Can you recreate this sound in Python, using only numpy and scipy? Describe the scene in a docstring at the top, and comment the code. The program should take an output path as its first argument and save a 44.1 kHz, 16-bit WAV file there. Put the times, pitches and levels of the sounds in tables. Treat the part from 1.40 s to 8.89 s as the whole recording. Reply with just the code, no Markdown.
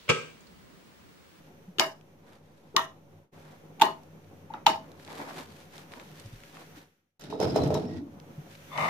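"""Quiet workshop: a ratchet clamp snaps shut four times on plywood boards, hands and sleeves rustle over
the bench, then steel blocks are set down and dragged. Low hum and faint hiss lie underneath; the sound fades
and returns twice. Struck parts are sums of decaying modes; rubbing, dragging, hum and hiss are shaped noise;
blows and blocks get an echo of decaying noise bands."""
import sys
import numpy as np
from scipy import signal
from scipy.fft import rfft, irfft
from scipy.io import wavfile

SR = 44100
rng = np.random.default_rng(int(sys.argv[2]) if len(sys.argv) > 2 else 0)


def digitize_waveform(pressure):
    """Quantize a signal to 16-bit integers and store it at the path in sys.argv[1].

    Rows of a 2-D input are taken as channels; values are limited to [-1, 1].
    """
    field = np.atleast_2d(pressure).T
    bounded = np.clip(field, -1, 1)
    quanta = np.round(bounded * 32767).astype(np.int16)
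    wavfile.write(sys.argv[1], SR, quanta)


N = 330309

# jaw knocking on the boards: t/s, peak/dB, f/Hz, length/ms, board ring re peak/dB, L-R/dB
KNOCKS = [(0.383, -29.5, 364, 11.7, -4, -2.5), (0.399, -20.5, 830, 10, -1, -0.5),
          (1.34, -34, 397, 16, -3, 1), (1.365, -13.5, 1128, 11, -6.5, -1.5),
          (2.398, -33.5, 840, 11.6, -0.5, -3), (2.413, -5, 890, 18.5, -9, -3.5),
          (3.1, -34.5, 870, 16, -27.5, 6.5), (3.136, -31, 898, 11.2, -11, -4),
          (3.139, -36.5, 1312, 9, -8.5, 5), (3.263, -5, 871, 12.3, -14, -4)]
# board modes: f/Hz, level/dB, t60/s
BOARD_MODES = [(209, -10, 0.077), (391, -3.5, 0.051), (587.6, -16.5, 0.038), (649.3, -3, 0.19),
               (782, -4, 0.057), (840, -2.5, 0.16), (904, 1.5, 0.076), (955, -5, 0.11), (1030, -6.5, 0.071),
               (1042, -3.5, 0.17), (1135, -4.5, 0.11), (1232, -1, 0.066), (1340, -5.5, 0.15),
               (1534, -9.5, 0.057)]
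# ratchet pawl snapping home: t/s, level/dB, brightest f/Hz, crack re level/dB, ring and echo re level/dB, L-R/dB
SNAPS = [(0.3844, -19.5, 2777, -10, 14, 2.5), (0.3965, -6, 5700, 0, 8, 3), (1.3646, -5, 5370, -5.5, 4, 4.5),
         (2.3973, -36.5, 2506, -1, 6.5, 0.5), (2.413, -17.5, 3025, -1, 14, 1),
         (2.4188, -10.5, 3900, 2, 4.5, 1.5), (3.138, -35, 3400, -26, 3, -1.5),
         (3.2625, -25, 2795, 1, 24, 6.5), (3.266, -5.5, 3730, -6, -4, 5)]
# clamp steel modes: f/Hz, level/dB, t60/s
CLAMP_MODES = [(1280, -1, .015), (2170, -4, .012), (2560, -9, .012), (2910, -1, .016), (3400, -7, .012),
               (3740, 1, .013), (4200, -5, .012), (4700, -8, .012), (5300, -3, .012), (5900, -5, .012),
               (6720, 1, .012), (8500, -14, .01)]
# clamp bar and loose parts ringing on: f/Hz, level/dB, t60/s
JANGLE_MODES = [(1660, -1, .14), (1880, -1, .18), (2215, -2, .15), (2545, -1, .14), (2912, -1, .18),
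                (3343, -5, .13), (3740, -5, .15), (4300, -8, .14), (4750, -6, .14), (5400, -7, .13),
                (5930, -12, .12), (6720, -10, .12)]
# pawl crack colour: f/Hz, level/dB per Hz
CRACK_COLOUR = [(900, -8), (1500, 0.5), (3500, 4.5), (5500, -14), (7000, -7), (8500, -17.5), (16000, -13)]
# steel on steel: t/s, clink level/dB, ring f/Hz, thud level/dB, thud f/Hz, L-R/dB
CLINKS = [(5.795, -46.5, 11500, -59.5, 864, -8), (5.8104, -43.5, 7320, -62, 301, -5),
          (5.8385, -48, 3870, -65, 301, 22), (5.902, -43, 3920, -39, 600, -2),
          (5.9268, -67, 5490, -28.5, 920, 1), (6.001, -34.5, 5160, -21.5, 560, -15),
          (6.0145, -35, 5050, -22, 700, 0), (6.0304, -36, 4900, -20, 422, -3),
          (6.1604, -32.5, 5000, -14.5, 667, -14), (6.236, -36.5, 5840, -22, 330, -4),
          (6.3043, -48, 5200, -19.5, 643, -18), (6.3426, -40.5, 5500, -25, 434, 31),
          (6.3519, -71, 5200, -24.5, 930, 10)]
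# steel block modes: f/Hz, level/dB, t60/s
STEEL_MODES = [(3100, -4, .08), (3800, -2, .3), (4040, -5, .15), (5140, -3, .11), (5560, -1, .14),
               (6200, -4, .06), (7130, -12, .25), (8890, -6, .3), (11640, -6, .2), (14560, -1, .16)]
# blocks dragged: t/s, bench rumble level/dB, plank drone level/dB
DRAG = [(5.8, -75.5, -77), (5.832, -51.5, -48), (5.978, -46, -46), (6.024, -26, -37), (6.168, -37, -35),
        (6.238, -25, -42), (6.294, -32.5, -42), (6.352, -28.5, -36.5), (6.454, -48.5, -42.5),
        (6.572, -35, -40.5), (6.636, -64.5, -56.5), (6.76, -52, -66)]
# bench resonances: f/Hz, width/Hz, level/dB
BENCH_PEAKS = [(88, 56, -3.5), (150.6, 30, 3.5)]
# plank resonances: f/Hz, width/Hz, level/dB
PLANK_PEAKS = [(203.1, 79, 2.5), (300, 56, 7.5)]
# board stack resonances: f/Hz, width/Hz, level/dB
STACK_PEAKS = [(425.2, 12, 4.5), (496.7, 55, -8), (641.4, 74, -2), (853, 140, -6), (955, 160, -9.5),
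               (1320, 86, -20)]
# grit hiss colour: f/Hz, level/dB per Hz
GRIT_COLOUR = [(1200, -13.5), (1320, -1.5), (2130, -8), (4080, -6), (4550, -9.5), (5300, -7), (7250, -20.5),
               (16000, -27.5)]
# steel squealing as it slides: t/s, hold/s, level/dB, f/Hz
SQUEALS = [(6.036, 0.071, -47.5, 5100), (6.18, 0.038, -48.5, 4040), (6.356, 0.02, -51.5, 3830),
           (6.44, 0.089, -64, 5400), (6.495, 0.081, -57, 1910), (7.33, .04, -53.5, 3490)]
# block slid along the wood: t/s, level/dB
SLIDE = [(7.28, -72), (7.33, -42), (7.372, -36.5), (7.38, -29), (7.43, -27.5), (7.49, -28)]
# resonances of the slide: f/Hz, width/Hz, level/dB
SLIDE_PEAKS = [(151, 21, 1), (585, 70, -1), (800, 94, 0), (950, 110, 2.5), (1180, 120, 3), (1740, 250, -12),
               (2100, 200, -2), (3030, 89, -13.5), (3500, 200, -20.5)]
# hand movements over the bench: t/s, hold/s, rubbing level/dB, cloth level/dB
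STROKES = [(0.0, 0.068, -67, -71), (0.871, 0.081, -58.5, -65), (1.049, 0.35, -69, -71.5),
           (1.942, 0.2, -57.5, -66), (3.142, 0.0039, -45, -77), (3.435, .1, -56.5, -70),
           (3.598, 0.042, -59, -58.5), (3.693, 0.12, -46, -52), (3.804, 0.01, -38, -48),
           (3.892, 0.018, -42.5, -50.5), (3.979, 0.0089, -41, -45), (4.102, 0.13, -59.5, -59),
           (4.348, 0.051, -51.5, -54.5), (4.522, 0.085, -50.5, -58.5), (4.656, 0.44, -63.5, -61),
           (4.78, 0.016, -58, -57), (5.152, 0.063, -52, -56), (5.374, 0.049, -54, -57),
           (6.717, 0.71, -66, -78.5), (7.115, 0.046, -82, -57.5)]
# rubbing colour: f/Hz, level/dB per Hz
RUB_COLOUR = [(88, -35), (150, -5.5), (177, -10.5), (273, -2), (403, -8), (986, -5.5), (1150, -9.5),
              (2500, -18.5), (3600, -70.5)]
# cloth colour: f/Hz, level/dB per Hz
CLOTH_COLOUR = [(800, -20.5), (1730, -3.5), (2040, -7), (3740, -7), (8530, -17.5), (13300, -19),
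                (16000, -42)]
# ticks of grit and fingers: t/s, level/dB, f/Hz
TICKS = [(0.6113, -40, 3100), (2.634, -40, 4000), (2.845, -41, 2460), (3.103, -44, 2500),
         (3.5174, -35, 3866), (3.598, -30, 1780), (3.649, -31, 4330), (3.677, -22, 2240),
         (3.703, -22, 1500), (3.909, -17, 1200), (4.325, -43, 5000), (4.367, -35, 5000), (4.38, -25, 3500),
         (4.462, -36, 1300), (4.52, -28, 2520), (4.537, -21, 2000), (4.565, -33, 2400),
         (4.598, -25.5, 2250), (4.787, -43, 2500), (4.798, -29, 5560), (4.86, -36, 5300),
         (5.036, -26, 1960), (5.170, -21, 1200), (6.278, -32, 9000), (6.8001, -32, 3340),
         (7.152, -26, 2690), (7.377, -12, 2320)]
# dull bumps through the bench: t/s, level/dB, f/Hz, frame sway level/dB
BUMPS = [(0.278, -40, 182, -81), (4.847, -37.5, 107, -44), (4.923, -39, 116, -36), (5.368, -47, 287, -69),
         (6.975, -36, 145, -48)]
# shop background: t/s, hum level before a 4 dB cut/dB, hiss level/dB
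SHOP = [(0, -51.5, -63), (1.0, -55.5, -71.5), (1.9, -51.5, -67), (1.93, -51, -64), (3.3, -49.5, -64.5),
        (4.5, -50.5, -59.5), (5.78, -55, -58), (5.8, -51, -84.5), (7.49, -49, -50.5)]
# hum colour: f/Hz, level/dB per Hz
HUM_COLOUR = [(40, -46), (87, -23.5), (123, -22.5), (154, 1), (182, -6.5), (503, -11.5), (543, -19.5),
              (604, -42), (703, -13.5), (1500, -29), (3300, -120)]
# room resonances in the hum: f/Hz, width/Hz (5 at least), level/dB
HUM_PEAKS = [(94, 8.7, -0.5), (155.9, 3.9, 2.5), (217, 36, -14), (559.4, 42, -8.5)]
# hiss colour: f/Hz, level/dB per Hz
HISS_COLOUR = [(710, -33), (1320, -3.5), (2400, -6), (3360, -10), (5180, -16.5), (5780, -10), (7820, -20.5),
               (16000, -14.5)]
# left-right likeness: f/Hz, correlation (1 = alike)
LIKENESS = [(60, 0.8), (180, 0.98), (550, 0.56), (1650, -0.16), (4970, 0.0033), (15000, -0.11)]
# reverberation time: f/Hz, t60/s
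SHOP_T60 = [(100, 0.39), (500, 0.29), (2000, 0.2), (6000, 0.25), (14000, 0.22)]
# echo colour: f/Hz, level/dB
WALL_COLOUR = [(60, -22), (150, 0), (300, 8), (900, -5), (1500, -1), (4000, -5.5), (6500, -5.5),
               (8000, -14), (16000, -18)]
# fades: start t/s, lowest t/s, depth/dB, bend of the fall (exponent), return/s
FADES = [(1.762, 1.914, -26.5, 1.9, 0.025), (5.373, 5.792, -36, 0.89, 0.0043)]

THUD_DB, THUD_DB_PER_OCTAVE = -12.5, -7.5   # re a 400 Hz knock; higher knocks reach the bench less
SNAP_RISE_CYCLES, CLICK_REBOUND = 8.6, 0.94
DULL_ABOVE_RATIO, DULL_DB = 1.1, -11.5   # modes this far above the brightest pitch are barely struck
JANGLE_DB, CLINK_RING_DB = -27, -11
RASP_DB, DRAG_HISS_DB = -11, -16.5   # re plank drone
SKID_RASP_DB, SKID_RASP_FALL_DB_PER_S = -9.5, 189   # re thud
SKID_HISS_DB, SKID_HISS_FALL_DB_PER_S = -8, 257   # re clink
SKID_RISE_DB_PER_S = 3000
SQUEAL_WIDTH_HZ, SQUEAL_FADE_DB_PER_S = 45, 400
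STROKE_RISE_DB_PER_S, STROKE_FALL_DB_PER_S = 344, 195.5
CRACKLE_PER_S, CRACKLE_DB = 250, -9   # re cloth
BUMP_DEEP_HZ = 35.1
OFFSET, CUTOFF_HZ = -0.00054, 16400


def clamp():
    """Jaw knocks on the boards and pawl snaps in the clamp's steel."""
    out = np.zeros((2, N))
    for row in KNOCKS:
        knock(out, *row)
    for row in SNAPS:
        snap(out, *row)
    return out


def knock(out, s, peak_db, hz, ms, ring_db, pan_db):
    """The jaw thumps the boards, which ring on; the bench thuds."""
    thump = throb(hz, ms)
    ring = modes(BOARD_MODES, hz, slope_db=11, rough=.25)
    add(out, s, thump, peak_db, pan_db)
    add(out, s, roomy(thump, -11.5), peak_db)
    add(out, s + ms / 2000, ring, peak_db + ring_db, pan_db)   # from mid-thump
    add(out, s, roomy(ring, 0.36), peak_db + ring_db)
    thud_db = peak_db + THUD_DB + THUD_DB_PER_OCTAVE * np.log2(hz / 400)
    add(out, s, swell(300, 4.7), thud_db - 6)
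    add(out, s, roomy(swell(210, 0.29), 0.9), thud_db)   # the bench answers late and low


def snap(out, s, level_db, hz, crack_db, echo_db, pan_db):
    """The pawl cracks and rings the clamp's steel and loose parts; the walls return it."""
    add(out, s - .001, crack(1000 * SNAP_RISE_CYCLES / hz), level_db + crack_db, pan_db)
    struck = [(f, db + DULL_DB * (f > DULL_ABOVE_RATIO * hz), t60) for f, db, t60 in CLAMP_MODES]
    steel = modes(struck, hz, slope_db=4.5)
    ring = jangle(hz) * from_db(JANGLE_DB)
    add(out, s, steel, level_db, pan_db)
    add(out, s, ring, level_db + echo_db, pan_db)
    click = np.pad([1, -CLICK_REBOUND], (0, SR // 2 - 2))
    to_walls = from_db(-1.5) * click + from_db(-13) * steel + from_db(3) * ring
    add(out, s, roomy(to_walls, echo_db), level_db)


def throb(hz, ms):
    """A board squeezed and let go: a tone that swells and stops within ms; peak about 1."""
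    t = np.arange(round(ms * SR / 1000)) / SR
    return np.hanning(len(t)) * np.sin(2 * np.pi * hz * t)


def crack(ms):
    """Splintering noise that rises for ms and dies, in the pawl's colour."""
    size = 1024
    t = np.arange(size) * 1000 / SR / ms
    gain = from_db(at_hz(CRACK_COLOUR, np.fft.rfftfreq(size, 1 / SR) + 1))
    noise = irfft(rfft(rng.standard_normal((2, size))) * gain)
    return rms_one(noise) * t * np.exp(1 - t) / 2


def jangle(hz):
    """The clamp's longer ring, each mode broken up by loose contact."""
    return modes(JANGLE_MODES, hz, slope_db=0, rough=.85)


def blocks():
    """Steel blocks clink, drag, squeal and slide; the room echoes them all."""
    out = clinks() + drag() + squeals() + slide()
    return out + roomy(out, -12.5)[:, :N]


def clinks():
    """Steel contacts: a noise crack, a brief all-mode ring, a rough longer ring, and a thud in the wood."""
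    out = np.zeros((2, N))
    contact = [(f, 0, .03) for f, *_ in STEEL_MODES]   # every mode wakes for a moment
    wood = [(f, db, 2 / width) for f, width, db in PLANK_PEAKS + STACK_PEAKS]
    for s, clink_db, ring_hz, thud_db, thud_hz, pan_db in CLINKS:
        add(out, s, burst(1.5, low_hz=910), clink_db - 2, pan_db)
        add(out, s, modes(contact, ring_hz, slope_db=10), clink_db - 4, pan_db)
        buzz = from_db(4 * drift(40)[:SR // 2])   # loose contact roughens the ring
        ring = modes(STEEL_MODES, ring_hz, slope_db=45, far_db=30)
        add(out, s, buzz * ring, clink_db + CLINK_RING_DB, pan_db)
        add(out, s, swell(thud_hz, 1.2), thud_db)
        add(out, s, modes(wood, thud_hz, slope_db=4), thud_db - 5.5)
    return out


def drag():
    """Grit under the blocks excites bench, plank, board stack and air; each clink adds a short skid."""
    rumble, drone = gated(DRAG)
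    s, clink_db, _, thud_db, _, _ = np.transpose(CLINKS)
    skid_rasp = strokes(s, 0 * s, thud_db + SKID_RASP_DB, SKID_RISE_DB_PER_S, SKID_RASP_FALL_DB_PER_S)
    skid_hiss = strokes(s, 0 * s, clink_db + SKID_HISS_DB, SKID_RISE_DB_PER_S, SKID_HISS_FALL_DB_PER_S)
    rasp = from_db(RASP_DB) * drone + skid_rasp
    hiss = from_db(DRAG_HISS_DB) * drone + skid_hiss
    out = rumble * resonant(grainy(37, 0.99), BENCH_PEAKS)
    out += drone * resonant(grainy(40, 4.7), PLANK_PEAKS)
    out += rasp * resonant(grainy(67, 2), STACK_PEAKS)
    out += hiss * coloured(grainy(120, 2.5), GRIT_COLOUR) * from_db([[-2], [2]])   # leans right
    return out


def squeals():
    """Sliding steel squeals: grainy noise through one narrow resonance each."""
    out = np.zeros((2, N))
    for row in SQUEALS:
        s, hold, level_db, hz = np.transpose([row])
        gain = strokes(s, hold, level_db, SQUEAL_FADE_DB_PER_S, SQUEAL_FADE_DB_PER_S)
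        out += gain * resonant(grainy(55, 3.6), [(hz[0], SQUEAL_WIDTH_HZ, 0)])
    return out


def slide():
    """A block slid along wood: grit noise through resonances, plus a trace of bright noise."""
    grit = grainy(200, 1.5)
    sound = resonant(grit, SLIDE_PEAKS) + from_db(-31) * coloured(grit, CLOTH_COLOUR)
    return gated(SLIDE)[0] * sound * from_db([[1.5], [-1.5]])   # leans left


def hands():
    """Movements over the bench, with ticks and bumps."""
    return rustle() + ticks() + bumps()


def rustle():
    """Skin rubs on wood, cloth rustles and crackles: grainy noise and random impulses under each stroke."""
    s, hold, rub_db, cloth_db = np.transpose(STROKES)
    rub = strokes(s, hold, rub_db, STROKE_RISE_DB_PER_S, STROKE_FALL_DB_PER_S)
    cloth = strokes(s, hold, cloth_db, STROKE_RISE_DB_PER_S, STROKE_FALL_DB_PER_S)
    impulses = (rng.random(N) < CRACKLE_PER_S / SR) * rng.laplace(size=N)
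    crackle = coloured(impulses * rng.uniform(.4, 1, (2, N)), CLOTH_COLOUR)
    skin = coloured(grainy(60, 1.5), RUB_COLOUR)
    weave = coloured(grainy(70, 2.2), CLOTH_COLOUR)
    return rub * skin + cloth * (weave + from_db(CRACKLE_DB) * crackle)


def ticks():
    """Grit and fingers: a short tone under a crack of band noise."""
    out = np.zeros((2, N))
    for s, level_db, hz in TICKS:
        add(out, s, swell(hz, .3), level_db - 15)
        add(out, s, burst(2, low_hz=hz / 3, high_hz=min(hz * 1.8, 15000)), level_db - 4)
    return out


def bumps():
    """Dull bumps through the bench, each with a deep sway of the frame."""
    out = np.zeros((2, N))
    for s, level_db, hz, sway_db in BUMPS:
        add(out, s, swell(hz, 9.9), level_db)
        add(out, s, swell(BUMP_DEEP_HZ, 21), sway_db)
    return out


def background():
    """Low hum gathered in a few room resonances, and a thin hiss."""
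    hum_db, hiss_db = in_time(SHOP)
    hum = coloured(grainy(16, 2.2), HUM_COLOUR) + from_db(-2) * resonant(pair(N), HUM_PEAKS)
    hiss = coloured(grainy(12, 0.67), HISS_COLOUR)
    return from_db(hum_db - 4) * hum + from_db(hiss_db) * hiss


def echo():
    """The shop's answer to a click: dense echoes that build up over a few ms and die band by band."""
    size = SR // 2
    t, out = np.arange(size) / SR, 0
    octave = np.log2(np.fft.rfftfreq(size, 1 / SR) + 1)
    noise = rfft(pair(size)) * from_db(at_hz(WALL_COLOUR, 2 ** octave))
    for centre in range(6, 15):   # octave bands, 64 Hz to 16 kHz
        band = irfft(noise * np.clip(1 - np.abs(octave - centre), 0, 1), size)
        decay = from_db(-60 * t / at_hz(SHOP_T60, 2. ** centre))
        out = out + band * wobble(1, 90, .25) * decay
    out = out * np.clip((t - .004) / .0037, 0, 1)
    return out / np.sqrt(np.sum(out ** 2) / 2)   # mean energy 1 per ear


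def roomy(sound, echo_db):
    """The echo of a sound, mixed to mono, from a fresh draw of the room."""
    mono = np.atleast_2d(sound).mean(axis=0)[None]
    return from_db(echo_db) * signal.fftconvolve(mono, echo(), axes=1)


def modes(table, focus_hz, slope_db, rough=0, far_db=22):
    """A struck body: the blow favours modes near its pitch; each ear hears other strengths and phases."""
    hz, level_db, t60 = np.transpose(table)[:, :, None]
    off_focus_db = slope_db * np.abs(np.log2(hz / focus_hz))
    level_db = level_db - np.minimum(off_focus_db, far_db)
    t = np.arange(SR // 2) / SR
    luck = rng.normal(size=(3, 2, len(table), 1))
    phase = np.pi * luck[1, 0] + luck[2] * np.minimum(hz / 1500, 3)
    gain = from_db(level_db + 2 * luck[0]) * wobble(len(table), 330, rough)
    envelope = np.minimum(t * hz, 1) * from_db(-60 * t / t60)   # rises over one cycle
    tones = gain * envelope * np.sin(2 * np.pi * hz * t + phase)
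    return tones.sum(axis=1) / np.sqrt(np.sum(from_db(2 * level_db)))


def wobble(count, per_s, rough):
    """Half-second gains: a steady part plus a share of quick chance that smears a tone into a band."""
    t = np.arange(SR // 2) * per_s / SR
    steps = rng.standard_normal((count, 200))
    chance = np.array([np.interp(t, np.arange(200), row) for row in steps])
    return 1 - rough + rough * 1.2 * chance


def swell(hz, ms):
    """A soft blow: a tone whose envelope rises to 1 over ms and dies away."""
    t = np.arange(round(12 * ms * SR / 1000)) * 1000 / SR / ms
    return t * np.exp(1 - t) * np.sin(2 * np.pi * hz * t * ms / 1000)


def burst(ms, low_hz, high_hz=15000):
    """A crack of band noise decaying with time constant ms."""
    t = np.arange(round(8 * ms * SR / 1000)) * 1000 / SR / ms
    band = signal.butter(2, [low_hz, high_hz], "band", fs=SR, output="sos")
    return signal.sosfilt(band, rng.standard_normal((2, len(t))) * np.exp(-t)) / 2


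def resonant(x, peaks):
    """Parallel two-pole resonances with alternating signs; rms 1."""
    out = 0
    for k, (hz, width_hz, level_db) in enumerate(peaks):
        r = np.exp(-np.pi * max(width_hz, 5) / SR)
        poles = [1, -2 * r * np.cos(2 * np.pi * hz / SR), r * r]
        gain = (-1) ** k * from_db(level_db) * (1 - r * r)
        out = out + gain * signal.lfilter([1, 0, -1], poles, x)
    return rms_one(out)


def coloured(x, spectrum):
    """Noise given a spectrum; rms 1."""
    gain = from_db(at_hz(spectrum, np.fft.rfftfreq(N, 1 / SR) + 1))
    return rms_one(irfft(rfft(x) * gain, N))


def grainy(rate_hz, grain_db):
    """Stereo noise whose level wanders at random, by grain_db rms."""
    return pair(N) * from_db(grain_db * drift(rate_hz))


def pair(size):
    """Stereo white noise, alike in the bass and nearly unrelated in the treble."""
    mid, side = rfft(rng.standard_normal((2, size)))
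    alike = at_hz(LIKENESS, np.fft.rfftfreq(size, 1 / SR) + 1)
    both = np.sqrt(1 + alike) * mid + np.sqrt(1 - alike) * side * [[1], [-1]]
    return irfft(both, size) / np.sqrt(2)


def drift(rate_hz):
    """Slow chance of rms 1: noise through two equal poles, drawn every 40 samples."""
    r = np.exp(-2 * np.pi * rate_hz * 40 / SR)
    slow = signal.lfilter([1], [1, -2 * r, r * r], rng.standard_normal(N // 40 + 2002))[2000:]
    return np.interp(np.arange(N) / 40, np.arange(len(slow)), rms_one(slow))


def strokes(s, hold, level_db, rise, fall):
    """Power-summed gains of movements that rise, hold from s and fall at steady dB/s; every 32 samples."""
    t = np.arange(0, N + 32, 32) / SR - np.asarray(s)[:, None]
    loss_db = rise * np.maximum(-t, 0) + fall * np.maximum(t - hold[:, None], 0)
    gain = np.sqrt(np.sum(from_db(2 * (level_db[:, None] - loss_db)), axis=0))
    return np.interp(np.arange(N) / 32, np.arange(len(gain)), gain)


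def gated(rows):
    """Gains of level curves, at -110 dB outside their span."""
    quiet = [-110] * (len(rows[0]) - 1)
    before, after = (rows[0][0] - .02, *quiet), (rows[-1][0] + .03, *quiet)
    return from_db(in_time([before, *rows, after]))


def in_time(rows):
    """Each column of a curve, sample by sample."""
    s, *columns = np.transpose(rows)
    return [np.interp(np.arange(N) / SR, s, column) for column in columns]


def at_hz(points, hz):
    """A spectrum read on a log-frequency axis."""
    f, value = np.transpose(points)
    return np.interp(np.log(hz), np.log(f), value)


def from_db(db):
    """Gain of a level."""
    return 10 ** (np.asarray(db) / 20)


def rms_one(x):
    """Scaled to unit rms."""
    return x / np.sqrt(np.mean(x ** 2) + 1e-20)


def add(out, s, sound, level_db, pan_db=0):
    """Places a sound at a time and side (pan_db = L-R)."""
    i = round(s * SR)
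    sound = np.atleast_2d(sound)[:, :N - i]
    out[:, i:i + sound.shape[1]] += sound * from_db(level_db + np.array([[.5], [-.5]]) * pan_db)


def scene():
    """Blows and blocks carry the room's echo; rubbing hands are close and dry."""
    return clamp() + blocks() + hands() + background()


def fades():
    """Gain that sinks along a curve, then comes straight back."""
    t, gain_db = np.arange(N) / SR, 0
    for start, lowest, depth_db, bend, back in FADES:
        sunk = np.interp(t, [start, lowest, lowest + back], [0, 1, 0])
        gain_db = gain_db + depth_db * sunk ** bend
    return from_db(gain_db)


def record(dry):
    """The microphone drops the deep bass and rounds peaks; a small offset, fades and the top cut follow."""
    heard = signal.sosfilt(signal.butter(2, 70, "high", fs=SR, output="sos"), dry)
    rounded = .9 * np.tanh(heard / .9)
    faded = (rounded + OFFSET) * fades()
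    return signal.sosfilt(signal.cheby2(12, 70, CUTOFF_HZ, fs=SR, output="sos"), faded)


dry = scene()
out = record(dry)
digitize_waveform(out)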